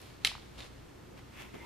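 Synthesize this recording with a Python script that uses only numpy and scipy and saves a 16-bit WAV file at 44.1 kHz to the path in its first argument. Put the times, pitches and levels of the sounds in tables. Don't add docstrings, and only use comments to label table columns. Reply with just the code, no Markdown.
import sys
import numpy as np
from scipy import signal
from scipy.io import wavfile

SR = 44100
rng = np.random.default_rng(int(sys.argv[2]) if len(sys.argv) > 2 else 0)


def output_pcm(signal):
    pcm = np.clip(np.atleast_2d(signal).T, -1, 1) * 32767
    wavfile.write(sys.argv[1], SR, np.round(pcm).astype(np.int16))


N = 72765
T = np.arange(N) / SR
SNAP_S = 0.24828


def from_db(db):
    return 10 ** (np.asarray(db) / 20)


def rms_one(x):
    return x / np.sqrt(np.mean(x ** 2) + 1e-20)


def at_hz(points, hz):
    table_hz, values = np.transpose(points)
    return np.interp(np.log(hz), np.log(table_hz), values)


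def level(rows):
    return from_db(np.interp(T, *np.transpose(rows)))


def band(x, low_hz, high_hz):
    sos = signal.butter(2, [low_hz, high_hz], "band", fs=SR, output="sos")
    return signal.sosfilt(sos, x + 1e-18)


def click(start_s):
    return 1. * (np.arange(N) == int(start_s * SR))


def blip(start_s, low_hz, high_hz):
    x = band(click(start_s), low_hz, high_hz)
    return x / np.abs(x).max()


def swells(rows):
    total = 0
    for peak_s, rise_s, fall_s, level_db in rows:
        spread_s = np.where(T < peak_s, rise_s, fall_s)
        total = total + from_db(level_db) * np.exp(-.5 * ((T - peak_s) / spread_s) ** 2)
    return total


def coloured(spectrum, source=None, shape=lambda hz: 1):
    # frequency_hz, correlation
    likeness = [(40, .98), (90, 0.96), (170, 0.35), (350, 0.0089), (700, -0.043), (1400, 0.22),
                (2800, 0.62), (5500, 0.26), (9000, -0.13), (14000, -0.25)]
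    edges_hz = 22 * 2 ** (np.arange(30) / 3)
    if source is None:
        source = rng.standard_normal((2, 2, N))
    out, power = 0, 0
    for k, (low_hz, high_hz) in enumerate(zip(edges_hz, edges_hz[1:])):
        centre_hz = np.sqrt(low_hz * high_hz)
        mid, side = band(source[k % 2], low_hz, high_hz) * from_db(at_hz(spectrum, centre_hz))
        alike = np.clip(at_hz(likeness, centre_hz), -1, 1)
        stereo = np.sqrt(1 + alike) * mid + np.sqrt(1 - alike) * side * [[1], [-1]]
        out = out + stereo * shape(centre_hz)
        power = power + np.mean(stereo ** 2)
    return out / np.sqrt(power)


def grainy(smooth_db):
    grains_per_s, spread_db = 3500, 2.5
    sizes = from_db(spread_db * np.minimum(rng.exponential(1, N), 5))
    present = rng.random(N) < grains_per_s / SR
    grains = present * sizes * rng.standard_normal((2, 2, N))
    return rms_one(grains) + from_db(smooth_db) * rng.standard_normal((2, 2, N))


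def resonance(hz, width_hz):
    return rms_one(band(rng.standard_normal(N), hz - width_hz / 2, hz + width_hz / 2))


def room_tone():
    # frequency_hz, relative_density_db (per Hz)
    floor_colour = [(25, -8), (60, -9), (130, -1), (200, -3.5), (330, -3.5), (600, -11.5), (1200, -15),
                    (2400, -21), (4500, -26), (8000, -30.5), (13000, -37), (14200, -42), (15500, -49)]
    # time_s, level_db
    rumble_level = [(0, -69), (.2, -58), (.27, -57.5), (.65, -58.5), (.85, -61), (1.15, -69), (1.3, -65),
                    (1.65, -54)]
    # frequency_hz, relative_density_db (per Hz)
    rumble_colour = [(25, 2), (42, -13), (58, 10), (80, -10), (150, -23), (500, -70)]
    # frequency_hz, rms_level_db
    tones = [(60, -65.5), (90, -63.5), (119.8, -63.5), (13010, -83)]
    floor_db = -52.5
    hum = 0
    for hz, rms_db in tones:
        sine = np.sin(2 * np.pi * (hz * T + rng.random()))
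        hum = hum + from_db(rms_db) * np.sqrt(2) * sine
    air = from_db(floor_db) * coloured(floor_colour)
    rumble = level(rumble_level) * coloured(rumble_colour)
    return air + rumble + hum


def fingers():
    # peak_s, rise_s, fall_s, level_db
    rubs = [(1.185, .012, .012, -55.5), (1.365, .035, 0.014, -55.5), (1.41, 0.021, 0.026, -46),
            (1.47, .02, .04, -58), (1.545, 0.0069, 0.052, -54.5), (1.645, 0.025, .04, -56.5)]
    # peak_s, rise_s, fall_s, level_db
    slides = [(.015, .03, 0.079, -65.5)]
    # peak_s, rise_s, fall_s, level_db
    presses = [(.256, 0.0066, 0.039, -56), (.61, 0.027, 0.04, -55.5), (1.14, 0.013, 0.04, -55),
               (1.543, 0.0035, .02, -44), (1.642, 0.036, .02, -51)]
    # frequency_hz, relative_density_db (per Hz)
    rub_colour = [(300, -1), (600, -6), (950, 1.5), (1450, -6.5), (2150, 2.5), (3000, -3), (4000, -14),
                  (6500, -15), (9000, -19.5), (12500, -17), (15000, -34)]
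    slide_colour = [(2000, -30), (5000, -8), (8000, -2), (12000, 6), (15000, -10)]
    press_colour = [(60, -31), (130, -4.5), (230, -1), (350, 2), (550, -5), (800, -13), (1500, -14.5),
                    (4000, -50)]
    # frequency_hz, width_hz, level_db, peak_s, half_length_s
    page_rings = [(912, 72, -53, 1.643, 0.016), (2060, 130, -59, 1.615, 0.066)]
    smooth_db = 1.5
    rings = 0
    for hz, width_hz, level_db, peak_s, half_s in page_rings:
        rings = rings + resonance(hz, width_hz) * swells([(peak_s, half_s, half_s, level_db)])
    rubbing = swells(rubs) * coloured(rub_colour, grainy(smooth_db))
    sliding = swells(slides) * coloured(slide_colour, grainy(smooth_db))
    thuds = swells(presses) * coloured(press_colour)
    return rubbing + sliding + rings + thuds


def small_clicks(rows, width):
    return sum(from_db(level_db) * blip(start_s, hz / width, hz * width) for start_s, level_db, hz in rows)


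def ticks():
    # start_s, level_db, pitch_hz
    tick_rows = [(.0178, -41, 8540), (.0582, -50, 3500), (.6052, -30.5, 3300), (.6092, -38.5, 3270),
                 (.622, -38, 3100), (1.177, -47.5, 3830), (1.189, -53, 3300)]
    return small_clicks(tick_rows, 1.39)


def pops():
    # start_s, level_db, pitch_hz
    pop_rows = [(.3156, -35.5, 1000), (.3518, -33, 1020), (.3803, -41, 1040)]
    # low_hz, high_hz
    pop_range = (560, 1620)
    return band(small_clicks(pop_rows, 1.35), *pop_range)


def peeling():
    # time_s, relative_level_db
    pull = [(0, -56), (.1, -58), (.2, -67.5), (.245, -53.5), (.36, -56), (.47, -61), (.52, -64),
            (.572, -59), (.588, -48.5), (.635, -51), (.665, -53), (.70, -63), (.83, -68), (.95, -81),
            (1.13, -89), (1.185, -64.5), (1.225, -69), (1.65, -63)]
    # frequency_hz, relative_density_db (per Hz)
    peel_colour = [(400, -7), (900, 1), (1500, -7.5), (2300, -2.5), (3000, -5.5), (3800, -2.5), (5200, -9),
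                   (7500, -14.5), (11000, -17.5), (15000, -36)]
    # peak_s, rise_s, fall_s, level_db
    squeaks = [(.591, 0.0037, .005, -51), (.632, 0.012, .005, -55.5)]
    squeak_hz, squeak_width_hz = 3640, 220
    room_blur_db = -1
    crackle = level(pull) * coloured(peel_colour, grainy(room_blur_db))
    return crackle + swells(squeaks) * resonance(squeak_hz, squeak_width_hz)


def snap_in_room():
    # frequency_hz, relative_density_db (per Hz)
    scatter_colour = [(150, -13), (500, -20), (1000, -17.5), (1600, -7.5), (2250, -2), (3300, -1.5),
                      (4300, 0.5), (5400, -6.5), (7200, -13.5), (10000, -9.5), (12500, -15.5), (15500, -23)]
    # frequency_hz, t60_s
    tail_t60 = [(300, 0.48), (2000, 0.32), (4000, .31), (8000, 0.24), (15000, 0.12)]
    near_db, near_t60_s = -27, 0.069
    wall_delay_s, wall_width_s, wall_db = .0228, 0.0039, -30.5
    tail_db, tail_rise_s = -30.5, 0.014
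    age = np.maximum(T - SNAP_S, 0)
    near = (T > SNAP_S) * from_db(near_db - 60 * age / near_t60_s)
    walls = swells([(SNAP_S + wall_delay_s, wall_width_s, wall_width_s, wall_db)])
    build = 1 - np.exp(-age / tail_rise_s)

    def decay(hz):
        tail = build * from_db(tail_db - 60 * age / at_hz(tail_t60, hz))
        return np.sqrt(near ** 2 + walls ** 2 + tail ** 2)

    return coloured(scatter_colour, shape=decay)


def snap():
    # low_hz, high_hz, relative_level_db
    crack_bands = [(2270, 4160, -16), (7650, 9940, -25.5)]
    # frequency_hz, relative_level_db, t60_s
    liner_modes = [(850, -55, 0.043), (1294, -37.5, 0.038), (1800, -47, 0.045), (2150, -27.5, 0.023),
                   (2800, -54, 0.041), (3164, -22.5, 0.02), (4014, -35, 0.021), (4370, -37, 0.017),
                   (6150, -49.5, 0.032), (7630, -43, 0.0094)]
    # delay_s, relative_level_db, low_pass_hz
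    echoes = [(.0005, -2.5, 15980), (.00117, -9, 14000), (.00615, -16, 9000), (.0208, -16, 15000),
              (.025, -10.5, 11000)]
    snap_db = 6.5
    age = np.maximum(T - SNAP_S, 0)
    crack = sum(from_db(db) * blip(SNAP_S, low_hz, high_hz) for low_hz, high_hz, db in crack_bands)
    ring = 0
    for hz, db, t60_s in liner_modes:
        ring = ring + from_db(db - 60 * age / t60_s) * np.sin(2 * np.pi * hz * age)
    direct = -from_db(snap_db) * band(crack + ring, 700, 12700)
    out = direct
    for delay_s, db, top_hz in echoes:
        dull = signal.lfilter(*signal.butter(1, top_hz, fs=SR), direct)
        out = out + from_db(db) * np.interp(T - delay_s, T, dull)
    return out


def scene():
    left_db = -0.04
    paper = fingers() + ticks() + pops() + peeling() + snap_in_room() + snap()
    return room_tone() + paper * from_db([[left_db], [0]])


def record(dry):
    cutoff_hz, ripple_db, stop_db = 15500, .1, 70
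    sos = signal.ellip(10, ripple_db, stop_db, cutoff_hz, fs=SR, output="sos")
    return signal.sosfilt(sos, dry)


dry = scene()
out = record(dry)
output_pcm(out)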